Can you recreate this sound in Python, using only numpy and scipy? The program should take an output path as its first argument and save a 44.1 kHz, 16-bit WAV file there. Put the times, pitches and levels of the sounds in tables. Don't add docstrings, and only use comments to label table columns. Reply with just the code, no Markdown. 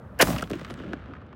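import sys
import numpy as np
from scipy import signal
from scipy.fft import rfft, irfft
from scipy.io import wavfile

SR = 44100
rng = np.random.default_rng(int(sys.argv[2]) if len(sys.argv) > 2 else 0)


def transcribe(u):
    v = np.clip(np.atleast_2d(u).T, -1, 1)
    q = np.round(v * 32767).astype(np.int16)
    wavfile.write(sys.argv[1], SR, q)


N = 59535

# (frequency [Hz], level [dB per Hz])
TOWN_SPECTRUM = [(25, -30.5), (60, 2.5), (110, 1), (210, -3.5), (330, -14), (550, -11.5), (850, -19),
                 (1400, -20), (2200, -35), (4000, -46.5), (8000, -67), (16000, -78)]
# (frequency [Hz], level [dB per Hz])
JET_SPECTRUM = [(300, -15), (1500, -15.5), (3000, -13.5), (5000, 1), (8000, 0.5), (12000, -1.5), (16000, 1)]
BOOM_SPECTRUM = [(25, -43), (45, -16), (64, 0.5), (100, 1), (160, 3.5), (280, 1), (400, -21), (600, -5.5),
                 (850, -14), (1250, -17.5), (2000, -20), (4000, -26.5), (10000, -55)]
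# (frequency [Hz], level [dB per Hz])
ROAR_SPECTRUM = [(100, -30.5), (300, -6.5), (450, -2.5), (650, 6.5), (800, -7.5), (1000, -4.5),
                 (1250, -7.5), (1600, 1.5), (2200, -8.5), (3050, -8.5), (3600, -39), (8000, -57.5)]
CRACK_SPECTRUM = [(200, -25.5), (1000, 1.5), (2500, 0.5), (4500, 0.5), (6500, 0), (8500, -6), (11000, -3),
                  (16000, -12.5)]
# (frequency [Hz], gain [dB])
THUMP_RESPONSE = [(25, 14), (55, 27.5), (90, 24), (200, 24), (450, 31), (700, 22.5), (1200, 19.5),
                  (4000, -6)]
# (frequency [Hz], level [dB per Hz])
EMBER_SPECTRUM = [(200, -9.5), (600, 1.5), (1200, -3), (2500, -12), (5000, -18.5), (12000, -29)]
# (frequency [Hz], gain [dB])
SLAP_RESPONSE = [(25, -5.5), (70, 28), (130, 37), (250, 42), (550, 38.5), (950, 21.5), (1450, 26.5),
                 (2200, 27.5), (3200, 27.5), (5000, 25.5), (9000, 19.5), (16000, 7.5)]
SLAP_CENTRES_HZ = [320, 1213, 10200]
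# (time [s], middle gain [dB], bass gain [dB], treble gain [dB],
# favoured frequency [Hz], smear relative to click [dB])
BUILDING_ECHOES = [(0.2716, -20.5, -45, -59, 980, -11), (0.2861, -25.5, -21, -70, 990, -8),
                   (0.301, -32.5, -21, -43, 1170, 0), (0.3623, -23, -41, -46, 1110, 0),
                   (0.383, -31.5, -45, -35.5, 2640, 3), (0.3946, -33, -41, -44, 1780, -1),
                   (0.4094, -31, -51.5, -49, 1110, -1), (0.4214, -42, -31.5, -31.5, 1230, 18),
                   (0.4251, -20.5, -33.5, -65, 1340, 4), (0.4388, -35.5, -38, -53, 3140, -6),
                   (0.474, -41, -59, -59, 1310, -14), (0.4995, -56, -35, -40, 1780, -3),
                   (0.5037, -32, -26.5, -54, 1280, -10.5), (0.5134, -37, -20.5, -43, 1300, -8),
                   (0.5332, -31, -25.5, -48, 2550, -1), (0.5511, -48, -28, -52, 2380, 26),
                   (0.595, -39, -40.5, -55, 1590, 0), (0.6126, -34.5, -37, -57, 1210, 1),
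                   (0.6475, -28, -91, -49, 1130, -1.5), (0.7008, -32.5, -36.5, -53.5, 1000, -1.5),
                   (0.7065, -37, -35, -47.5, 1280, -4), (0.7405, -42.5, -54, -49.5, 1560, -20),
                   (0.8006, -40.5, -32.5, -66, 1540, -16), (0.8367, -41, -35.5, -73, 1640, -14),
                   (0.9329, -25, -28, -54, 1514, -6), (1.0585, -40, -47.5, -77.5, 1270, -5.5),
                   (1.0825, -46, -45.5, -81, 1130, -1.5), (1.11, -38.5, -51.5, -93, 1334, -7.5),
                   (1.1361, -30.5, -79, -74, 1130, -1), (1.1512, -37, -73, -79, 1585, 1.5),
                   (1.1653, -36, -65, -85, 1190, 0), (1.216, -40, -65, -81, 1284, 7),
                   (1.2637, -52.5, -48.5, -77.5, 1540, 3.5), (1.3288, -38, -53.5, -77, 1090, -8)]
# (frequency [Hz], level [dB per Hz])
SCATTER_SPECTRUM = [(60, -6), (250, 4.5), (500, -9.5), (850, -12.5), (1400, -6), (2200, -13), (3200, -14.5),
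                    (5000, -25.5), (8000, -28.5), (12000, -40.5), (16000, -28)]
# (band centre [Hz], fall [dB per s])
SCATTER_DECAY = [(100, 12), (500, 5), (1500, 11), (3500, 20), (7000, 42.5), (14000, 58)]
# (frequency [Hz], level [dB per Hz])
ROLL_SPECTRUM = [(60, -35), (150, 1), (230, 3), (340, 1), (450, -11), (600, -5.5), (900, -37), (3000, -68)]
SIZZLE_SPECTRUM = [(700, -23), (1400, 11), (2200, -3), (3000, 4), (4200, -9), (6000, -16), (9000, -27),
                   (16000, -36)]
RUMBLE_SPECTRUM = [(25, -36), (45, -8), (65, 17), (90, 9), (140, -5), (300, -21), (1000, -72)]
# (time [s], hold [s], low body level [dB], sizzle level [dB])
FAR_ROLLS = [(0.521, 0.039, -39.5, -54.5), (.695, 0.023, -41.5, -51.5), (0.787, 0.028, -46.5, -53.5),
             (.845, 0.021, -39.5, -70), (0.889, 0.044, -38, -55.5), (1.095, 0.0086, -41, -65)]

FLARE_S, ROAR_S, CRACK_S, THUMP_S = .190, 0.2007, .2112, .2238
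TOWN_DB, HISS_DB = -42, -77.5
JET_DB, JET_HOLD_S, JET_T60_S = -37.5, 0.11, 0.36
JET_FLUTTER_DB, JET_FLUTTER_PER_S, JET_FLUTTER_HZ = -1, 320, 5000
BOOM_DB, BOOM_HOLD_S, BOOM_T60_S = -29, 0.11, 0.45
SUB_HZ, SUB_DB, SUB_HOLD_S, SUB_T60_S = 64.16, -34.5, .115, 0.11
ROAR_DB, ROAR_RISE_S, ROAR_HOLD_S, ROAR_T60_S = -10, 0.0036, 0.0091, .04
SURGE_S, SURGE_DB, SURGE_HOLD_S = 0.222, -15.5, 0.0043
CRACK_DB, CRACK_HOLD_S, CRACK_T60_S = -14.5, 0.014, 0.025
EMBER_DB, EMBERS_PER_S, EMBER_HOLD_S, EMBER_T60_S = -36.5, 230, 0.081, 0.45
FACADE_HOLD_S, FACADE_T60_S = 0.0045, 0.015
RING_DB, RING_OCTAVES = 10, 0.29
SCATTER_S, SCATTER_DB, SCATTER_PER_S, SCATTER_SPREAD_DB = .5, -44, 1500, 2
SCATTER_PATCHY_DB, SCATTER_PATCHES_PER_S = 1, 33
SIZZLE_GRAIN_DB, SIZZLE_GRAINS_PER_S = 5, 200
RUMBLE_S, RUMBLE_DB, RUMBLE_HOLD_S = 0.91, -45.5, 0.15
SPARK_S, SPARK_HZ, SPARK_OCTAVES_PER_S = .672, 12800, -8
SPARK_LENGTH_S, SPARK_WIDTH_HZ, SPARK_DB, SPARK_FLICKER_DB = 0.018, 1900, -69, 6
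LAG_CYCLES, LAG_KNEE_HZ = 2.2, 15
CEILING, LOW_CUT_HZ, TOP_HZ = 0.64, 37, 16000


def undb(db):
    return 10 ** (np.asarray(db) / 20)


def along(hz, points):
    f, v = np.array(points, float).T
    return np.interp(np.log(hz + 1e-9), np.log(f), v)


def bins():
    return np.arange(N + 1) * SR / (2 * N)


def filtered(x, response):
    mirrored = np.concatenate([x, x[::-1]])
    return irfft(rfft(mirrored) * response)[:N]


def coloured(x, spectrum):
    y = filtered(x, undb(along(bins(), spectrum)))
    return y / np.sqrt(np.mean(y ** 2))


def noise(spectrum):
    return coloured(rng.standard_normal(N), spectrum)


def envelope(start, rise, hold, t60):
    t = np.arange(N) / SR - start
    onset = np.minimum(t, 0) / rise
    release = np.log(1000) * np.maximum(t - hold, 0) / t60
    return np.exp(onset - release)


def pulse(at):
    return 1. * (np.arange(N) == int(at * SR))


def walk(rate):
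    y = filtered(rng.standard_normal(N), np.exp(-(bins() / rate) ** 2))
    return y / y.std()


def town():
    hum = undb(TOWN_DB) * noise(TOWN_SPECTRUM)
    hiss = undb(HISS_DB) * rng.standard_normal(N)
    return hum * envelope(0, .01, CRACK_S, 10.2) + hiss * envelope(0, .01, CRACK_S, 3.5)


def flame():
    gas = noise(JET_SPECTRUM)
    low = filtered(gas, 1 / (1 + (bins() / JET_FLUTTER_HZ) ** 4))
    sputter = undb(JET_FLUTTER_DB * walk(JET_FLUTTER_PER_S))
    sputter_rms = np.sqrt(np.mean(sputter ** 2))
    sputtering = gas - low + low * sputter / sputter_rms
    jet = sputtering * envelope(FLARE_S, .0005, JET_HOLD_S, JET_T60_S)
    boom = noise(BOOM_SPECTRUM) * envelope(THUMP_S, 0.018, BOOM_HOLD_S, BOOM_T60_S)
    cycles = np.cumsum(SUB_HZ * (1 + .08 * walk(12))) / SR
    tone = np.sqrt(2) * np.sin(2 * np.pi * cycles)
    throb = tone * envelope(THUMP_S, .006, SUB_HOLD_S, SUB_T60_S)
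    return undb(JET_DB) * jet + undb(BOOM_DB) * boom + undb(SUB_DB) * throb


def shot():
    first_push = undb(ROAR_DB) * envelope(ROAR_S, ROAR_RISE_S, ROAR_HOLD_S, ROAR_T60_S)
    surge = undb(SURGE_DB) * envelope(SURGE_S, .002, SURGE_HOLD_S, ROAR_T60_S)
    roar = (first_push + surge) * np.tanh(noise(ROAR_SPECTRUM) / 2) * 2
    crack_swell = envelope(CRACK_S, 0.00017, CRACK_HOLD_S, CRACK_T60_S)
    crack = undb(CRACK_DB) * noise(CRACK_SPECTRUM) * crack_swell
    thump = filtered(pulse(THUMP_S), undb(along(bins(), THUMP_RESPONSE)))
    return roar + crack + thump


def embers():
    happens = rng.random(N) < EMBERS_PER_S / SR
    pops = happens * rng.choice([-1, 1], N) * rng.uniform(.5, 1, N)
    fade = envelope(THUMP_S, .006, EMBER_HOLD_S, EMBER_T60_S)
    return undb(EMBER_DB) * coloured(pops, EMBER_SPECTRUM) * fade


def slaps():
    out, hz = np.zeros(N), bins()
    colour = along(hz, SLAP_RESPONSE)
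    for at, middle_db, bass_db, treble_db, ring_hz, smear_db in BUILDING_ECHOES:
        smear = rng.standard_normal(N) * envelope(at, 0.00013, FACADE_HOLD_S, FACADE_T60_S)
        smear /= np.sqrt(np.sum(smear ** 2))
        click = (pulse(at) + undb(smear_db) * smear) / np.hypot(1, undb(smear_db))
        ring = RING_DB * np.exp(-(np.log2((hz + 1) / ring_hz) / RING_OCTAVES) ** 2)
        balance = along(hz, list(zip(SLAP_CENTRES_HZ, (bass_db, middle_db, treble_db))))
        out += filtered(click, undb(colour + ring + balance))
    return out


def scatter():
    spread = SCATTER_SPREAD_DB * np.minimum(rng.exponential(size=N), 5)
    sizes = undb(spread) * rng.choice([-1, 1], N)
    clicks = coloured(sizes * (rng.random(N) < SCATTER_PER_S / SR), SCATTER_SPECTRUM)
    age = np.maximum(np.arange(N) / SR - SCATTER_S, 0)
    centres, falls = np.array(SCATTER_DECAY).T
    out = np.zeros(N)
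    for share, fall in zip(np.eye(len(falls)), falls):
        band = filtered(clicks, along(bins(), list(zip(centres, share))))
        patches_db = SCATTER_PATCHY_DB * walk(SCATTER_PATCHES_PER_S)
        out += band * undb(patches_db - fall * age)
    return undb(SCATTER_DB) * out * envelope(SCATTER_S, 0.0054, N / SR, 1)


def thunder():
    body = noise(ROLL_SPECTRUM)
    grain = undb(SIZZLE_GRAIN_DB * walk(SIZZLE_GRAINS_PER_S))
    sizzle = coloured(rng.standard_normal(N) * grain, SIZZLE_SPECTRUM)
    rolls = np.zeros(N)
    for at, hold, body_db, sizzle_db in FAR_ROLLS:
        mix = undb(body_db) * body + undb(sizzle_db) * sizzle
        rolls += mix * envelope(at, .01, hold, 0.16)
    rumble = noise(RUMBLE_SPECTRUM) * envelope(RUMBLE_S, 0.053, RUMBLE_HOLD_S, 1.8)
    return rolls + undb(RUMBLE_DB) * rumble


def spark():
    since = np.clip(np.arange(N) / SR - SPARK_S, -.02, .15)
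    hz = SPARK_HZ * 2 ** (SPARK_OCTAVES_PER_S * since)
    hiss = walk(SPARK_WIDTH_HZ / 2) * np.sin(2 * np.pi * np.cumsum(hz) / SR)
    flicker = undb(SPARK_DB + SPARK_FLICKER_DB * walk(50))
    return flicker * hiss * envelope(SPARK_S, 0.01, SPARK_LENGTH_S, 0.59)


def scene():
    near = shot() + flame() + embers()
    returned = slaps() + scatter()
    return (near + returned + spark() + thunder() + town())[None]


def record(dry):
    bass_cut = 1 / np.sqrt(1 + (LOW_CUT_HZ / (bins() + 1)) ** 8)
    lag = np.exp(-2j * np.pi * LAG_CYCLES * np.log(1 + bins() / LAG_KNEE_HZ))
    late = filtered(dry[0], bass_cut * lag)
    rounded = CEILING * np.tanh(late / CEILING)
    top_cut = signal.ellip(12, .1, 80, TOP_HZ, fs=SR, output="sos")
    return signal.sosfilt(top_cut, rounded)[None]


dry = scene()
out = record(dry)
transcribe(out)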